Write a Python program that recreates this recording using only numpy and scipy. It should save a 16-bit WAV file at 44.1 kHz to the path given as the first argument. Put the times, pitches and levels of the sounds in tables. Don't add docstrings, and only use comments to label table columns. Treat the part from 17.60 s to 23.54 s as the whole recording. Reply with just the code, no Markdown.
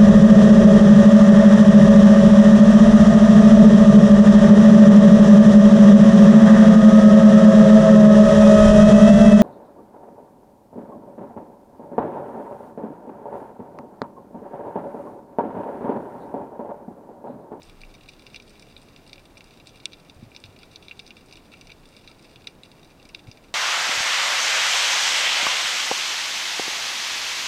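import sys
import numpy as np
from scipy import signal
from scipy.fft import rfft, irfft
from scipy.io import wavfile
from scipy.ndimage import uniform_filter1d

SR = 44100
rng = np.random.default_rng(int(sys.argv[2]) if len(sys.argv) > 2 else 0)


def field_ratio(decibels):
    return 10 ** (np.asarray(decibels, dtype=float) / 20)


def wrap_up_sound(samples):
    columns = np.atleast_2d(samples).T
    tamed = np.clip(columns, -1, 1)
    steps = np.round(tamed * 32767).astype(np.int16)
    wavfile.write(sys.argv[1], SR, steps)


N = 261962


def shrimp():
    wall_hz = 1790
    stiff_wall = signal.butter(3, wall_hz, "high", fs=SR, output="sos")
    return signal.sosfilt(stiff_wall, near_snaps() + faint_snaps())


# start_s, low_db, middle_db, upper_db, top_db
NEAREST_SNAPS = [(0.4873, -36, -41, -45, -46), (0.666, -35, -41, -40.5, -49), (0.7446, -30, -46, -36, -55),
                 (0.7607, -31.5, -33.5, -35, -39), (1.1653, -40, -34, -63, -64),
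                 (1.5308, -35, -32.5, -33, -43), (2.071, -41, -37.5, -40, -39.5),
                 (2.2558, -22, -17, -19, -20), (2.7631, -35.5, -33, -32.5, -60),
                 (2.839, -34, -33.5, -42, -48), (3.159, -46, -31, -32, -53), (3.283, -35, -32, -43, -61),
                 (3.311, -27, -41, -56, -73), (3.393, -40, -29.5, -44, -39), (3.397, -31, -39, -30.5, -52),
                 (3.506, -32, -40, -42, -60), (3.7254, -38.5, -42, -37, -51),
                 (4.0113, -41, -44, -36.5, -44.5), (4.8701, -43, -36, -38, -44),
                 (4.8719, -28, -23.5, -29.5, -38), (5.034, -40.5, -34.5, -50, -46.5),
                 (5.5461, -37, -35, -40, -50), (5.548, -26, -27, -30, -44), (5.714, -39, -44, -36, -62)]
# start_s, peak_db, brightness_db (per family)
DULL_SNAPS = [(0.2348, -34.5, -15), (0.239, -49, -5), (0.6713, -46, 6), (0.7495, -45, 5), (0.7583, -39, 4),
              (0.7995, -38, 3), (1.0246, -44.5, 4), (1.5799, -41, 1.5), (1.7703, -38.5, -1),
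              (1.807, -36, 2), (2.264, -40, 2), (2.717, -42, -8), (2.8436, -49, 5), (3.0313, -41, 5.5),
              (3.3142, -30, -4), (3.3212, -40, -2), (3.4018, -46, 7), (3.5114, -40, 1), (3.568, -40, 3.5),
              (3.7722, -39.5, 2.5), (3.9372, -35.5, -3), (4.016, -44, 3), (4.0954, -40, -3),
              (4.1015, -38, 2), (4.1166, -40, 3), (4.5142, -43, 5.5), (4.6505, -45, -1), (4.8755, -32, 5),
              (5.398, -46, 1), (5.492, -41.5, -2)]
# start_s, peak_db, brightness_db (per family)
FULL_SNAPS = [(0.019, -42, -1.5), (0.4911, -39.5, 4.5), (0.767, -48, -7), (1.362, -40, -1),
              (1.4949, -42, 0), (1.9996, -43, -2), (2.0924, -45, 3), (2.2006, -43.5, -1), (2.321, -43, -2),
              (2.3326, -34.5, 0.5), (2.3348, -50, -2), (2.4972, -37.5, -0.5), (3.162, -43, 0.5),
              (3.2255, -44, -1), (3.2945, -41, 0), (3.4647, -40, 2.5), (3.5715, -50, 2), (3.711, -43, 0),
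              (3.7557, -41, 0), (3.7686, -54.5, 12), (3.927, -45, -5), (4.1191, -37.5, -2),
              (4.3654, -42.5, 4.5), (4.4757, -35.5, -1), (4.478, -42, 1), (4.7587, -39, -2.5),
              (5.1157, -41.5, 1), (5.4276, -47, 4), (5.5508, -35, -1), (5.5927, -42.5, -0.5)]
# start_s, peak_db, brightness_db (per family)
THIN_SNAPS = [(0.031, -42.5, 9), (0.0509, -52, 8), (0.2158, -39, 0), (0.3396, -46, 3), (0.3498, -46, -3),
              (0.5947, -43.5, -0.5), (0.8222, -45.5, 3), (0.894, -49, 8), (0.9955, -42, 1.5),
              (1.0221, -47, 6), (1.23, -53, 10), (1.4764, -43, 3), (1.534, -43.5, -2.5), (1.7745, -43, 4),
              (1.7783, -42, 0), (1.842, -44, 6), (2.074, -43, 3), (2.5455, -53, 8), (2.7487, -42, -3),
              (2.769, -43, 0), (2.8015, -45, 6.5), (2.8551, -47, 1), (2.9893, -42.5, 1), (3.4767, -39, 1),
              (3.66, -53, 14), (4.0709, -40, -0.5), (4.289, -48, 7), (4.6254, -48, 5), (5.2464, -46.5, 1),
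              (5.4894, -45.5, 10)]


def near_snaps():
    kinds = [  # table, level_db per mode family, pivot family
        (DULL_SNAPS, [1.5, -8, -13, -30], 0),
        (FULL_SNAPS, [-2.5, -1, -4.5, -15], 1),
        (THIN_SNAPS, [-4, -5.5, -0.5, -9], 2),
    ]
    columns = [np.transpose(NEAREST_SNAPS)]
    for table, kind_db, pivot in kinds:
        start_s, peak_db, bright_db = np.transpose(table)
        columns.append([start_s] + tilted(peak_db, bright_db, kind_db, pivot))
    start_s, *family_db = np.hstack(columns)
    above_db = np.max(family_db, axis=0) + 38
    is_nearest = np.arange(len(start_s)) < len(NEAREST_SNAPS)
    echo_db = np.where(is_nearest, -14.5 - 1.74 * above_db, -18 - 0.44 * above_db)
    return ring_snaps(start_s, family_db, echo_db, ragged_db=-16.0, ragged_t60_s=0.0086)


# start_s, peak_db, brightness_db (per family)
FAINT_SNAPS = [(0.096, -44, 1), (0.207, -49, 1), (0.342, -46, -1), (0.4338, -48, 1.5), (0.479, -51, 1),
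               (0.5343, -44.5, 0), (0.8778, -49.5, 3.5), (0.904, -49.5, 0), (1.177, -48, 4.5),
               (1.2165, -48.5, 4), (1.557, -46.5, 0), (1.654, -45, 2.5), (1.9075, -46, 0.5),
               (2.1574, -45, 1), (2.1724, -47, 2), (2.3984, -48.5, 2.5), (2.4488, -51, 2),
               (2.8601, -47, -3.5), (2.9622, -47.5, -1), (3.1151, -46.5, 1.5), (3.6083, -50.5, 1),
               (3.7333, -43, 3), (3.9322, -49, 3), (3.97, -50, 0), (4.2553, -44.5, 1.5), (4.8191, -48.5, 1),
               (5.0516, -48, 1), (5.4527, -44, 2), (5.6708, -47, -2.5), (5.7727, -45, 0)]
# start_s, peak_db
FARTHER_SNAPS = [(0.0865, -50.5), (0.2489, -48.5), (0.3124, -53), (0.4087, -48), (0.4587, -49),
                 (0.518, -53), (0.6214, -47), (0.7005, -47), (0.734, -49), (0.9535, -50), (1.0674, -51),
                 (1.1242, -54), (1.2856, -49.5), (1.465, -48), (1.5432, -56), (1.5937, -46), (1.9732, -48),
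                 (2.0585, -51), (2.233, -50), (2.9981, -56), (3.0208, -49), (3.6854, -50), (3.776, -55),
                 (3.9182, -45), (4.0537, -55), (4.447, -51), (4.5941, -46.5), (4.843, -46), (5.2302, -47),
                 (5.7275, -52)]


def faint_snaps():
    farther = np.c_[FARTHER_SNAPS, np.zeros(len(FARTHER_SNAPS))]
    start_s, peak_db, bright_db = np.vstack([FAINT_SNAPS, farther, scattered_snaps()]).T
    family_db = tilted(peak_db, bright_db, [-0.9, -2.5, -5.5, -11.5], pivot=1.4)
    echo_db = np.full(len(start_s), -12.5)
    return ring_snaps(start_s, family_db, echo_db, ragged_db=-16.5, ragged_t60_s=0.023)


def scattered_snaps(per_s=20, level_db=-57, spread_db=4, bright_spread_db=4):
    chance = rng.uniform(-1, 1, (int(per_s * N / SR), 3))
    start_s = (chance[:, 2] + 1.01) / 2.02 * N / SR
    return np.c_[start_s, level_db + spread_db * chance[:, 0], bright_spread_db * chance[:, 1]]


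def tilted(peak_db, bright_db, family_db, pivot):
    return [peak_db + base_db + (k - pivot) * bright_db for k, base_db in enumerate(family_db)]


# mode_hz, level_db, t60_s
HOUSING = [
    [(2343, 9, 0.016), (2765, 7, 0.017), (2220, -37, 0.0067), (1356, -6, 0.027), (1630, -22, 0.029)],
    [(3493, 4, 0.015), (3870, 11, 0.0079), (3410, -10, 0.018)],
    [(4892, 4.5, 0.0074), (5410, -8, 0.014), (5890, -2, 0.01), (4315, -8, 0.015)],
    [(8040, 14, 0.0033), (8910, 14.5, 0.0046), (7290, 12.5, 0.0039), (9630, -5, 0.0074)],
]


def ring_snaps(start_s, family_db, echo_db, ragged_db, ragged_t60_s,
               echo_t60_s=0.057, rough_db=5, trim_db=-10):
    step = np.arange(-60, 2600)
    age_s = np.where(step < 0, -2.5 * step, step) / SR
    chance = rng.standard_normal((len(start_s), 3, len(step)))

    echo_level_db = echo_db[:, None] + trim_db - 60 * age_s / echo_t60_s
    echoes = chance[:, 0] * field_ratio(rough_db * chance[:, 1] + echo_level_db)
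    ragged_level_db = ragged_db + 0.67 * (echo_db[:, None] + 17) - 60 * age_s / ragged_t60_s
    cracks = echoes * (step > 0) + chance[:, 2] * field_ratio(ragged_level_db)
    cracks[:, step == 0] = 1

    heard = 0
    for peak_db, family in zip(family_db, HOUSING):
        colour_db = 1.6 * rng.standard_normal((len(start_s), len(family)))
        rung = signal.fftconvolve(cracks, mode_response(family, colour_db), axes=1)[:, :len(step)]
        first_peak = np.abs(rung[:, :160]).max(axis=1)
        heard = heard + rung * (field_ratio(peak_db) / first_peak)[:, None]

    above_modes = signal.butter(2, 10000, "high", fs=SR, output="sos")
    bare_db = 0.6 * np.max(family_db, axis=0) - 25
    heard = heard + signal.sosfilt(above_modes, cracks) * field_ratio(bare_db)[:, None]

    at = (start_s[:, None] * SR).astype(int) + step
    return np.bincount(at.ravel(), heard.ravel(), N)[:N]


def mode_response(family, colour_db, rise_s=0.00019):
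    t = np.arange(2048) / SR
    mode_hz, level_db, t60_s = np.array(family).T[:, :, None]
    swell = 1 - np.exp(-(t / rise_s) ** 2)
    modes = np.sin(2 * np.pi * mode_hz * t) * 1000. ** (-t / t60_s) * swell
    sign = (-1) ** np.arange(len(family))
    return (field_ratio(level_db[:, 0] + colour_db) * sign) @ modes


# time_s, crackle_db
COLONY = [(0.0, -57), (0.26, -61.5), (0.66, -60.5), (1.12, -60.5), (3.65, -58.5), (4.7, -58.5),
          (5.94, -60.5)]
COLONY_FAMILY_DB = [-1.5, -3.5, -4.5, -11.5]


def colony():
    flurry = field_ratio(4.7 * unit(uniform_filter1d(rng.standard_normal(N), size=1500)))
    shared = colony_ticks(flurry)
    crackle = 0
    for family, level_db in zip(HOUSING, COLONY_FAMILY_DB):
        ticks = shared + 0.26 * colony_ticks(flurry)
        rung = signal.fftconvolve(ticks, mode_response(family, 0))[:N]
        crackle = crackle + field_ratio(level_db) * unit(rung)
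    return unit(crackle) * field_ratio(curve(COLONY) - 3.5)


def colony_ticks(flurry, per_s=1200, spread_db=1.5, largest_db=14):
    size_db = np.minimum(spread_db * rng.exponential(size=N), largest_db)
    size = field_ratio(size_db) * np.sign(rng.standard_normal(N))
    struck = rng.random(N) < per_s / SR
    return flurry * size * struck + 0.095 * rng.standard_normal(N)


# start_s, peak_db, pitch_hz, t60_s
BUMPS = [(2.564, -38, 88.6, 0.065), (2.591, -36.5, 139, 0.053), (2.625, -32.5, 224, 0.062),
         (2.628, -32.5, 108, 0.074), (2.664, -38, 118, 0.083), (2.844, -38.5, 103, 0.11),
         (2.886, -40.5, 98, 0.095), (3.034, -41, 1400, 0.02), (4.49, -51.5, 1314, 0.11),
         (5.666, -34, 110, 0.032), (5.677, -33, 125, 0.043), (5.685, -28, 108, 0.038),
         (5.689, -38, 264, 0.047)]


def bumps():
    out, t = np.zeros(N), np.arange(N) / SR
    for start_s, peak_db, pitch_hz, t60_s in BUMPS:
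        age_s = np.maximum(t - start_s, 0)
        soft_onset = 1 - np.exp(-age_s / 0.0016)
        decay = field_ratio(-60 * age_s / t60_s)
        out -= field_ratio(peak_db) * np.sin(2 * np.pi * pitch_hz * age_s) * decay * soft_onset
    return out


# time_s, level_db
SURGE = [(0.0, -49), (0.38, -58), (3.85, -64), (4.02, -56), (4.42, -61), (5.94, -61.5)]


def surge():
    band = signal.butter(3, (21, 33), "band", fs=SR, output="sos")
    return unit(signal.sosfilt(band, rng.standard_normal(N))) * field_ratio(curve(SURGE))


# freq_hz, density_db (per Hz)
FLOOR = [(30, -8), (60, -3), (110, -0.5), (300, -1.5), (700, -8), (1300, -15), (1900, -19), (6500, -29),
         (10500, -32), (15500, -34.5)]


def floor(level_db=-52.5):
    freq_hz, density_db = np.transpose(FLOOR)
    bins_hz = np.maximum(np.fft.rfftfreq(N, 1 / SR), 1)
    shape = field_ratio(np.interp(np.log(bins_hz), np.log(freq_hz), density_db))
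    return unit(irfft(rfft(rng.standard_normal(N)) * shape, N)) * field_ratio(level_db)


def curve(table):
    return np.interp(np.arange(N) / SR, *np.transpose(table))


def unit(x):
    return x / np.sqrt(np.mean(x ** 2))


def scene():
    return (shrimp() + colony() + bumps() + surge() + floor())[None]


def top_cut(x):
    return signal.sosfilt(signal.butter(12, 16530, fs=SR, output="sos"), x)


def record(dry):
    low_pass = signal.ellip(10, 0.1, 45, 15800, fs=SR, output="sos")
    mix = signal.sosfilt(low_pass, dry)
    return top_cut(mix)


dry = scene()
out = record(dry)
wrap_up_sound(out)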